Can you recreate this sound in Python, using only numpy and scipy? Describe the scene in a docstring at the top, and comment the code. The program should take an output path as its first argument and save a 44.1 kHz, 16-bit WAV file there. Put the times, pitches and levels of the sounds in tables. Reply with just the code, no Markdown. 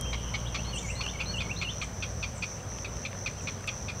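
"""At a stick nest among leafy trees, one microphone close to begging egret chicks.
They clack about five times a second, each clack a shaky tone plus rasping puffs through the throat.
Twigs tick, a stick knocks and an insect's rapid clicks buzz in throbs. Further off a songbird
repeats a whistled phrase while small birds whistle, chip and chatter, echoed by the trees.
Under it all lie outdoor air and the drone of distant engines."""
import sys
import numpy as np
from scipy import signal
from scipy.fft import rfft, irfft
from scipy.io import wavfile
from scipy.ndimage import uniform_filter1d

SR = 44100
rng = np.random.default_rng(int(sys.argv[2]) if len(sys.argv) > 2 else 0)


def wrap_up_sound(samples):
    """Save the sound to the file named by the first command line argument, as 16-bit audio."""
    columns = np.atleast_2d(samples).T
    # keep every value between -1 and 1, then stretch to whole-number steps
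    tamed = np.clip(columns, -1, 1)
    steps = np.round(tamed * 32767).astype(np.int16)
    wavfile.write(sys.argv[1], SR, steps)


N = 176400
TIME = np.arange(N) / SR

# Begging calls from the nest: start_s, level_db, pitch_hz, length_s, roughness (0-1)
CHICK_CALLS = [(0.128,-34,2200,0.022,0.7),(0.34,-31.5,2193,0.021,0.7),(0.545,-32,2367,0.023,0.83),(1.007,-33.5,2450,0.016,0.7),
               (1.201,-33,2457,0.026,0.45),(1.4047,-31,2476,0.02,0.38),(1.6137,-30,2460,.024,0.4),(1.8144,-29,2422,0.023,0.31),
               (2.024,-31.5,2472,0.022,0.39),(2.227,-31,2436,0.02,0.38),(2.423,-30.5,2450,0.023,0.27),(2.845,-36.5,2470,0.0176,0.3),
               (3.0497,-33.5,2417,0.018,0.35),(3.26,-30,2480,0.021,0.3),(3.472,-32,2420,0.022,0.39),(3.6755,-29.5,2480,0.0193,0.33),(3.883,-34.5,2430,0.024,0.38)]
# Throat resonances at the usual pitch: centre_hz, width_hz, gain_db
THROAT_RESONANCES = [(1278,410,-5.5),(2417,640,-2),(3410,530,-1.5),(4380,750,-2.5),(5440,760,-10),(6940,1700,-15)]
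USUAL_PITCH_HZ, PUFF_HZ = 2448, 295.7
ATTACK_S, RELEASE_S, SAG_DB = 0.0016, 0.004, 3.5
BLIP_HZ, BLIP_DB, BLIP_S = 2170, -14, 0.0033

def chicks():
    """Close by: a shaky tone and puffs through the throat. The head moves, so each scatters anew."""
    out, t = np.zeros(N), TIME[:4096]
    bands = len(THROAT_RESONANCES)
    for start, db, hz, length, roughness in CHICK_CALLS:
        progress = np.minimum(t / length, 1.2)
        # The pitch arches a little and drops as the call ends.
        pitch = hz * (1 + 0.018 * np.sin(np.pi * progress) - 0.0275 * np.minimum(progress ** 6, 1.3))
        shaky_hz = pitch * (1 + 0.046 * wander(len(t), 892))
        tone = sine(shaky_hz) + amp(-24.5) * sine(shaky_hz / 2)
        tone = unit(tone * (1 + 0.4 * wander(len(t), 610)))
        cycles = np.cumsum(PUFF_HZ * (1 + 0.42 * wander(len(t), 300))) / SR
        puffs = (0.4 + np.exp(-(cycles % 1) / 0.26)) * rng.standard_normal((bands, len(t)))
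        # The resonances differ between calls and slide within each one.
        gape = 1 + 0.03 * rng.uniform(-1, 1, (bands, 1))
        slide = 0.08 * rng.uniform(-1, 1, (bands, 1)) * (progress - 0.5)
        tunings = (gape + slide) * pitch / USUAL_PITCH_HZ
        rasp = sum(amp(gain) * resonate(puff, centre * tuning, width)
                   for puff, tuning, (centre, width, gain) in zip(puffs, tunings, THROAT_RESONANCES))
        rasp_share = np.clip(roughness + 0.26 * (progress ** 2 - 0.5), 0, 1)
        voice = np.sqrt(1 - rasp_share) * tone + np.sqrt(rasp_share) * unit(rasp)
        release = np.exp(-np.maximum(t - length * 0.88, 0) / RELEASE_S)
        envelope = np.minimum(t / ATTACK_S, 1) * amp(-SAG_DB * progress) * release
        # The clack closes on a lower blip.
        blip_envelope = amp(BLIP_DB) * np.exp(-((t - length - BLIP_S) / BLIP_S) ** 2)
        blip = blip_envelope * sine(BLIP_HZ * (1 + 0.046 * wander(len(t), 930)))
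        add(out, start, amp(db) * leaves(envelope * voice + blip))
    return out + amp(-13.5) * trees(out)


# Note shapes, timed from each note's start: time_s, pitch_hz, gain_db
HIGH_NOTE = [(0,3700,1),(.006,4140,1),(0.026,4260,2),(0.046,4380,7.5),(.066,4350,-0.5),(.072,4345,-22)]
LAST_HIGH_NOTE = [(0,3540,3),(.016,4290,-2),(.028,4220,5),(.048,4210,1.5),(.06,4270,-12)]
SCOOPED_NOTE = [(0,3067,-12),(.008,2903,1),(0.024,2787,-0.5),(0.035,2713,0),(.046,2876,0.5),(0.053,3080,6.5),(.062,3470,-6),(0.07,3640,1.5)]
LOW_NOTE = [(0,2316,-3),(0.013,2265,-4),(.025,2220,2.5),(.034,2140,4)]
RISING_NOTE = [(0,2216,-4),(0.011,2361,-3.5),(0.023,2754,5.5),(.032,2830,-18),(0.036,2960,-24)]
# The four notes' places in a phrase: delay_s
NOTE_DELAYS = [0,.079,.18,.238]
# Song phrases: start_s, high_db, scooped_db, low_db, rising_db
SONG_PHRASES = [(0.647,-50.5,-41.5,-47,-41),(0.952,-48.5,-40.5,-48,-38.5),(1.256,-45,-38.5,-48.5,-36.5),(1.562,-44,-38.5,-72,-68)]

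def songbird():
    """Further off: a rolling four-note phrase grows louder; the last all but drops two notes."""
    out = np.zeros(N)
    for k, (start, *levels) in enumerate(SONG_PHRASES):
        high = LAST_HIGH_NOTE if k == len(SONG_PHRASES) - 1 else HIGH_NOTE
        for delay, note, db in zip(NOTE_DELAYS, (high, SCOOPED_NOTE, LOW_NOTE, RISING_NOTE), levels):
            add(out, start + delay, amp(db) * whistle(note))
    return leaves(out) + amp(-9.5) * trees(out)


# Ticking twigs: start_s, body_db, snap_db, pitch_hz
TWIG_TICKS = [(0.0113,-58,-36,2000),(.833,-51,-47,2010),(1.0635,-33,-49,2700),(2.72,-46,-70,2020),(2.785,-40.5,-65,2780),(2.969,-48,-61,2300),
              (3.1299,-39.5,-60,2110),(3.15,-42.5,-68,1530),(3.608,-48,-58,1600),(3.6417,-43,-62,2000),(3.674,-47,-41.5,2020)]
# A twig's resonances: pitch_ratio, width_hz, gain_db
TWIG_MODES = [(0.559,600,-3),(1.01,900,2),(1.45,1500,-9)]
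# Spectrum of the snap: frequency_hz, gain_db
SNAP_SPECTRUM = [(2000,-14),(5000,-9.5),(7000,4),(9000,0.5),(12000,-11.5),(16000,-33)]

def twigs():
    """Close, dry ticks: a woody knock and a bright snap, both dying at once."""
    out, t = np.zeros(N), TIME[:1024]
    envelope = np.minimum(t / 0.00023, 1) * np.exp(1 - t / 0.0012)
    for start, body_db, snap_db, hz in TWIG_TICKS:
        push, crack = rng.standard_normal((2, len(t)))
        body = sum(amp(db) * resonate(envelope * push, np.full(len(t), hz * ratio), width)
                   for ratio, width, db in TWIG_MODES)
        snap = envelope * colour(crack, SNAP_SPECTRUM)
        tick = amp(body_db) * unit(body) + amp(snap_db) * unit(snap)
        add(out, start, tick * np.sqrt(np.mean(envelope ** 2)))
    return out


def stick(start_s=1, level_db=-36.5, pitch_hz=1033, decay_s=0.0052):
    """In the nest: one hollow knock of a thicker stick."""
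    out, t = np.zeros(N), TIME[:2048]
    envelope = np.minimum(t / 0.0012, 1) * np.exp(-t / decay_s)
    add(out, start_s, amp(level_db) * envelope * sine(np.full(len(t), pitch_hz)))
    return out


# The nearer insect's throbs: start_s, length_s, level_db
INSECT_THROBS = [(0,0.17,-46),(0.204,0.25,-46.5),(0.512,0.18,-46),(0.72,0.24,-46.5),(1.006,.14,-43.5),(1.253,0.12,-46),(1.45,0.17,-47.5),(1.695,0.17,-44.5),
                 (1.954,0.19,-46),(2.167,0.15,-46),(2.419,0.16,-44),(2.693,.16,-44),(2.93,0.13,-45),(3.157,0.16,-45),(3.385,0.17,-45.5),(3.67,0.21,-44.5),(3.952,0.11,-44.5)]
# Spectra of its buzz and of the far chorus: frequency_hz, gain_db
BUZZ_SPECTRUM = [(4700,-68),(5250,-11),(5500,-8.5),(5750,1),(5920,2.5),(6100,0.5),(6250,-3),(6450,-11.5),(7000,-30),(8600,-29.5),(10000,-46),(11500,-32),(13000,-51)]
CHORUS_SPECTRUM = [(4400,-30),(5150,-15),(5880,-6),(6090,4),(6300,-9),(6500,-24),(9000,-46)]

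def insect(click_hz=163.6, edge_s=0.06):
    """Rapid clicks ring a narrow band in throbs, over a steady chorus further away."""
    throbs = sum(amp(db) * np.clip(np.minimum(TIME - start, start + length - TIME) / edge_s + 0.5, 0, 1)
                 for start, length, db in INSECT_THROBS)
    cycles = np.cumsum(click_hz * (1 + 0.008 * wander(N, 29.3))) / SR
    clicks = np.exp(0.27 * (np.cos(2 * np.pi * cycles) + np.cos(np.pi * cycles)))  # strong, weak in turn
    buzz = colour(clicks * rng.standard_normal(N), BUZZ_SPECTRUM)
    chorus = colour(rng.standard_normal(N), CHORUS_SPECTRUM)
    return throbs * buzz + amp(-49.5) * chorus


# Single calls around the nest: time_s, pitch_hz, level_db
LEVEL_CALL = [(0,3207,-49),(.05,3180,-45),(0.112,3161,-43.5),(.125,3060,-65)]
THIN_CALL = [(.858,6670,-48),(.885,7050,-47.5),(0.916,8030,-51),(.99,8000,-63)]
LOW_CALL = [(.87,2150,-54),(.93,2065,-51),(1.0,2040,-59)]
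# The level whistle's diffuse echo lingering in the trees: time_s, pitch_hz, level_db
LEVEL_CALL_ECHO = [(0.121,3130,-58),(0.202,3090,-50),(.35,3060,-53.5),(.55,3000,-59),(.72,3210,-50)]
# Faint upward flicks of song: start_s, level_db, pitch_hz
SONG_FLICKS = [(0.042,-44,2780),(0.446,-40,3300),(0.57,-41,2690)]

def other_birds(flick_peak_s=0.0246, twitter_count=40, twitter_db=-53):
    """Deeper in the trees: whistles, the first one's lingering echo, upward flicks and faint twitter."""
    out = np.zeros(N)
    add(out, LEVEL_CALL[0][0], whistle(LEVEL_CALL, waver=0.0046))
    add(out, THIN_CALL[0][0], whistle(THIN_CALL, waver=0.02))
    add(out, LEVEL_CALL_ECHO[0][0], noise_band(LEVEL_CALL_ECHO, width_hz=350))
    add(out, LOW_CALL[0][0], whistle(LOW_CALL))
    for start, db, hz in SONG_FLICKS:
        flick = [(0, hz * 0.833, db - 16), (flick_peak_s, hz, db),
                 (1.53 * flick_peak_s, hz * 1.2, db - 13)]
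        add(out, start, whistle(flick, waver=0.032))
    for when, height, glide, strength in rng.random((twitter_count, 4)):
        hz, db = 2050 + 1400 * height, twitter_db + 12 * (strength - 0.5)
        twitter = [(0, hz, db - 10), (0.005, hz, db), (0.014, hz * (0.85 + 0.3 * glide), db - 14)]
        add(out, when * N / SR, whistle(twitter, waver=0.03))
    return leaves(out) + amp(-9) * trees(out)


# Small birds' chips, ahead of the band filter: start_s, middle_db, top_hz, length_s
HIGH_CHIPS = [(0.737,-55,9300,0.027),(0.762,-51,8000,0.03),(1.356,-60,8200,0.021),(1.825,-60,8400,0.021),(2.351,-59,8400,0.033),(3.415,-59,7750,0.03)]

def chips(fall=0.15):
    """Out in the trees: high, husky chips that fall in pitch."""
    out = np.zeros(N)
    for start, db, hz, length in HIGH_CHIPS:
        arc = [(0, hz, db + 6), (length / 2, hz * (1 - fall / 2), db), (length, hz * (1 - fall), db + 15)]
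        add(out, start, noise_band(arc, width_hz=1200))
    out = signal.sosfilt(signal.butter(4, [6400, 9300], "band", fs=SR, output="sos"), out)
    return leaves(out) + amp(-4.5) * trees(out)


# Distant chatter, loudest while the songbird sings: time_s, level_db
CHATTER_LEVELS = [(0,-60),(.85,-50),(1.6,-60),(1.9,-67),(4,-72)]

def chatter(count=260, low_hz=2150, high_hz=3300, length_s=0.0251):
    """Far birds: many short glides that reach the microphone only as echo."""
    out = np.zeros(N)
    for when, height, glide in rng.random((count, 3)):
        hz = low_hz * (high_hz / low_hz) ** height
        end_hz = hz * (1 + 0.138 * (2 * glide - 1))
        add(out, when * N / SR, whistle([(0, hz, 0), (length_s, end_hz, 0)]))
    return amp(np.interp(TIME, *np.transpose(CHATTER_LEVELS))) * unit(trees(out))


# Spectrum of the outdoor air: frequency_hz, gain_db
AIR_SPECTRUM = [(18,-39),(50,-6.5),(92,-4),(119,-4.5),(245,-13),(300,-21.5),(549,-15),(680,-19),(1130,-22.5),(1770,-27),(2330,-30.5),(3000,-33.5),(4680,-38.5),(6700,-37.5),(8600,-38.5),(9600,-46.5),(15500,-52)]

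def air(level_db=-40, patch_db=1.04):
    """All around: low rumble and soft leaf hiss with drifting patches."""
    spectra = signal.stft(rng.standard_normal(N), nperseg=1024, noverlap=768)[2]
    patches = uniform_filter1d(rng.standard_normal(spectra.shape), size=10, axis=0)
    patches = unit(uniform_filter1d(patches, size=12, axis=1))
    hiss = signal.istft(spectra * amp(patch_db * patches), nperseg=1024, noverlap=768)[1][:N]
    return amp(level_db) * colour(hiss, AIR_SPECTRUM)


# Engine tones: pitch_hz, start_db, turn_db, end_db
ENGINE_TONES = [(59.17,-38,-43,-60),(118.5,-41,-48.5,-67.5),(95.9,-61,-46,-46),(175.1,-51,-49.5,-87)]
# Spectrum of the fading engine's roar: frequency_hz, gain_db
ROAR_SPECTRUM = [(60,-4),(120,1.5),(220,-8),(400,-11),(700,-14.5),(1100,-15),(1800,-29.5),(3500,-43.5)]
# Its fade: time_s, level_db
ROAR_FADE = [(0,-45.5),(1.3,-46),(2.2,-56.5),(4,-55.5)]

def engines(turn_s=1.57):
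    """In the distance: wavering low tones and a soft roar. One engine fades as another comes up."""
    drone = np.zeros(N)
    for hz, *levels in ENGINE_TONES:
        db = np.interp(TIME, [0, turn_s, N / SR], levels) + 1.2 * wander(N, 8.9)
        drone += amp(db) * sine(hz * (1 + 0.0128 * wander(N, 13)))
    roar = colour(rng.standard_normal(N), ROAR_SPECTRUM)
    return drone + amp(np.interp(TIME, *np.transpose(ROAR_FADE))) * roar


def leaves(x, decay_s=0.011, echo_db=-9.5):
    """A sound plus its quick scatter from nearby branches."""
    t = TIME[:4096]
    echoes = rng.standard_normal(len(t)) * (rng.random(len(t)) < 0.03)
    echoes *= np.exp(-t / decay_s) * (t > 0.003)
    return x + amp(echo_db) * signal.fftconvolve(x, echoes / np.linalg.norm(echoes))[:len(x)]


# Time the wood's echo takes to fall 60 dB: frequency_hz, decay_s
WOOD_DECAY = [(200,0.55),(2500,0.21),(4500,0.72),(8000,0.64),(12000,0.18)]

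def trees(x):
    """Diffuse echo of the surrounding wood, each band dying at its own speed."""
    hz, t, spectra = signal.stft(rng.standard_normal(SR), SR, nperseg=256)
    decay = amp(-60 * t / at_frequency(WOOD_DECAY, hz)[:, None])
    tail = signal.istft(spectra * decay, SR, nperseg=256)[1]
    return signal.fftconvolve(x, tail / np.linalg.norm(tail))[:N]


def contour(points, fade_s):
    """A note's envelope and pitch curve from (time_s, pitch_hz, level_db) points."""
    times, hz, db = np.transpose(points)
    t = np.arange(times[0], max(times[-1], times[0] + 0.01), 1 / SR)
    fade = np.clip(np.minimum(t - t[0], t[-1] - t) / fade_s, 0, 1)
    return fade * amp(np.interp(t, times, db)), np.interp(t, times, hz)


def whistle(points, waver=0.008):
    """A near-pure note with a slightly unsteady pitch."""
    envelope, hz = contour(points, fade_s=0.00093)
    return envelope * sine(hz * (1 + waver * wander(len(hz), 528.5)))


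def noise_band(points, width_hz):
    """Noise in a gliding resonance."""
    envelope, hz = contour(points, fade_s=0.0013)
    return envelope * resonate(rng.standard_normal(len(hz)), hz, width_hz)


def resonate(x, hz, width_hz):
    """A steep resonance that follows a pitch curve, at rms 1."""
    carrier = np.exp(2j * np.pi * np.cumsum(hz) / SR)
    pole = np.exp(-np.pi * width_hz / SR)
    return unit((carrier * signal.lfilter([1], [1, -2 * pole, pole * pole], x / carrier)).real)


def sine(hz):
    """A sine that follows a pitch curve, at rms 1."""
    return np.sqrt(2) * np.sin(2 * np.pi * (np.cumsum(hz) / SR + rng.random()))


def wander(size, hz):
    """A random curve with hz turning points a second."""
    return np.interp(np.arange(size) * hz / SR, np.arange(4096), rng.standard_normal(4096))


def colour(x, spectrum):
    """Filters a sound by a spectrum, at rms 1."""
    gain = amp(at_frequency(spectrum, np.fft.rfftfreq(len(x), 1 / SR)))
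    return unit(irfft(rfft(x) * gain, len(x)))


def at_frequency(points, hz):
    """Reads a table on a log-frequency axis."""
    frequencies, values = np.transpose(points)
    return np.interp(np.log(hz + 1), np.log(frequencies + 1), values)


def add(mix, start_s, sound):
    """Mixes a sound in at a time."""
    part = mix[max(round(start_s * SR), 0):][:len(sound)]
    part += sound[:len(part)]


def amp(db):
    """Decibels to gain."""
    return 10 ** (np.asarray(db) / 20)


def unit(x):
    """Scales to rms 1."""
    return x / np.sqrt(np.mean(x ** 2) + 1e-20)


def scene():
    """All sources at one microphone by the nest."""
    birds = chicks() + songbird() + other_birds() + chatter() + chips()
    return (birds + insect() + air() + engines() + twigs() + stick())[None]


def record(dry, cutoff_hz=15720):
    """The recorder's band limit."""
    lowpass = signal.firwin(511, cutoff_hz, window=("kaiser", 9), fs=SR)
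    return signal.oaconvolve(dry, lowpass[None], "same")


dry = scene()
out = record(dry)
wrap_up_sound(out)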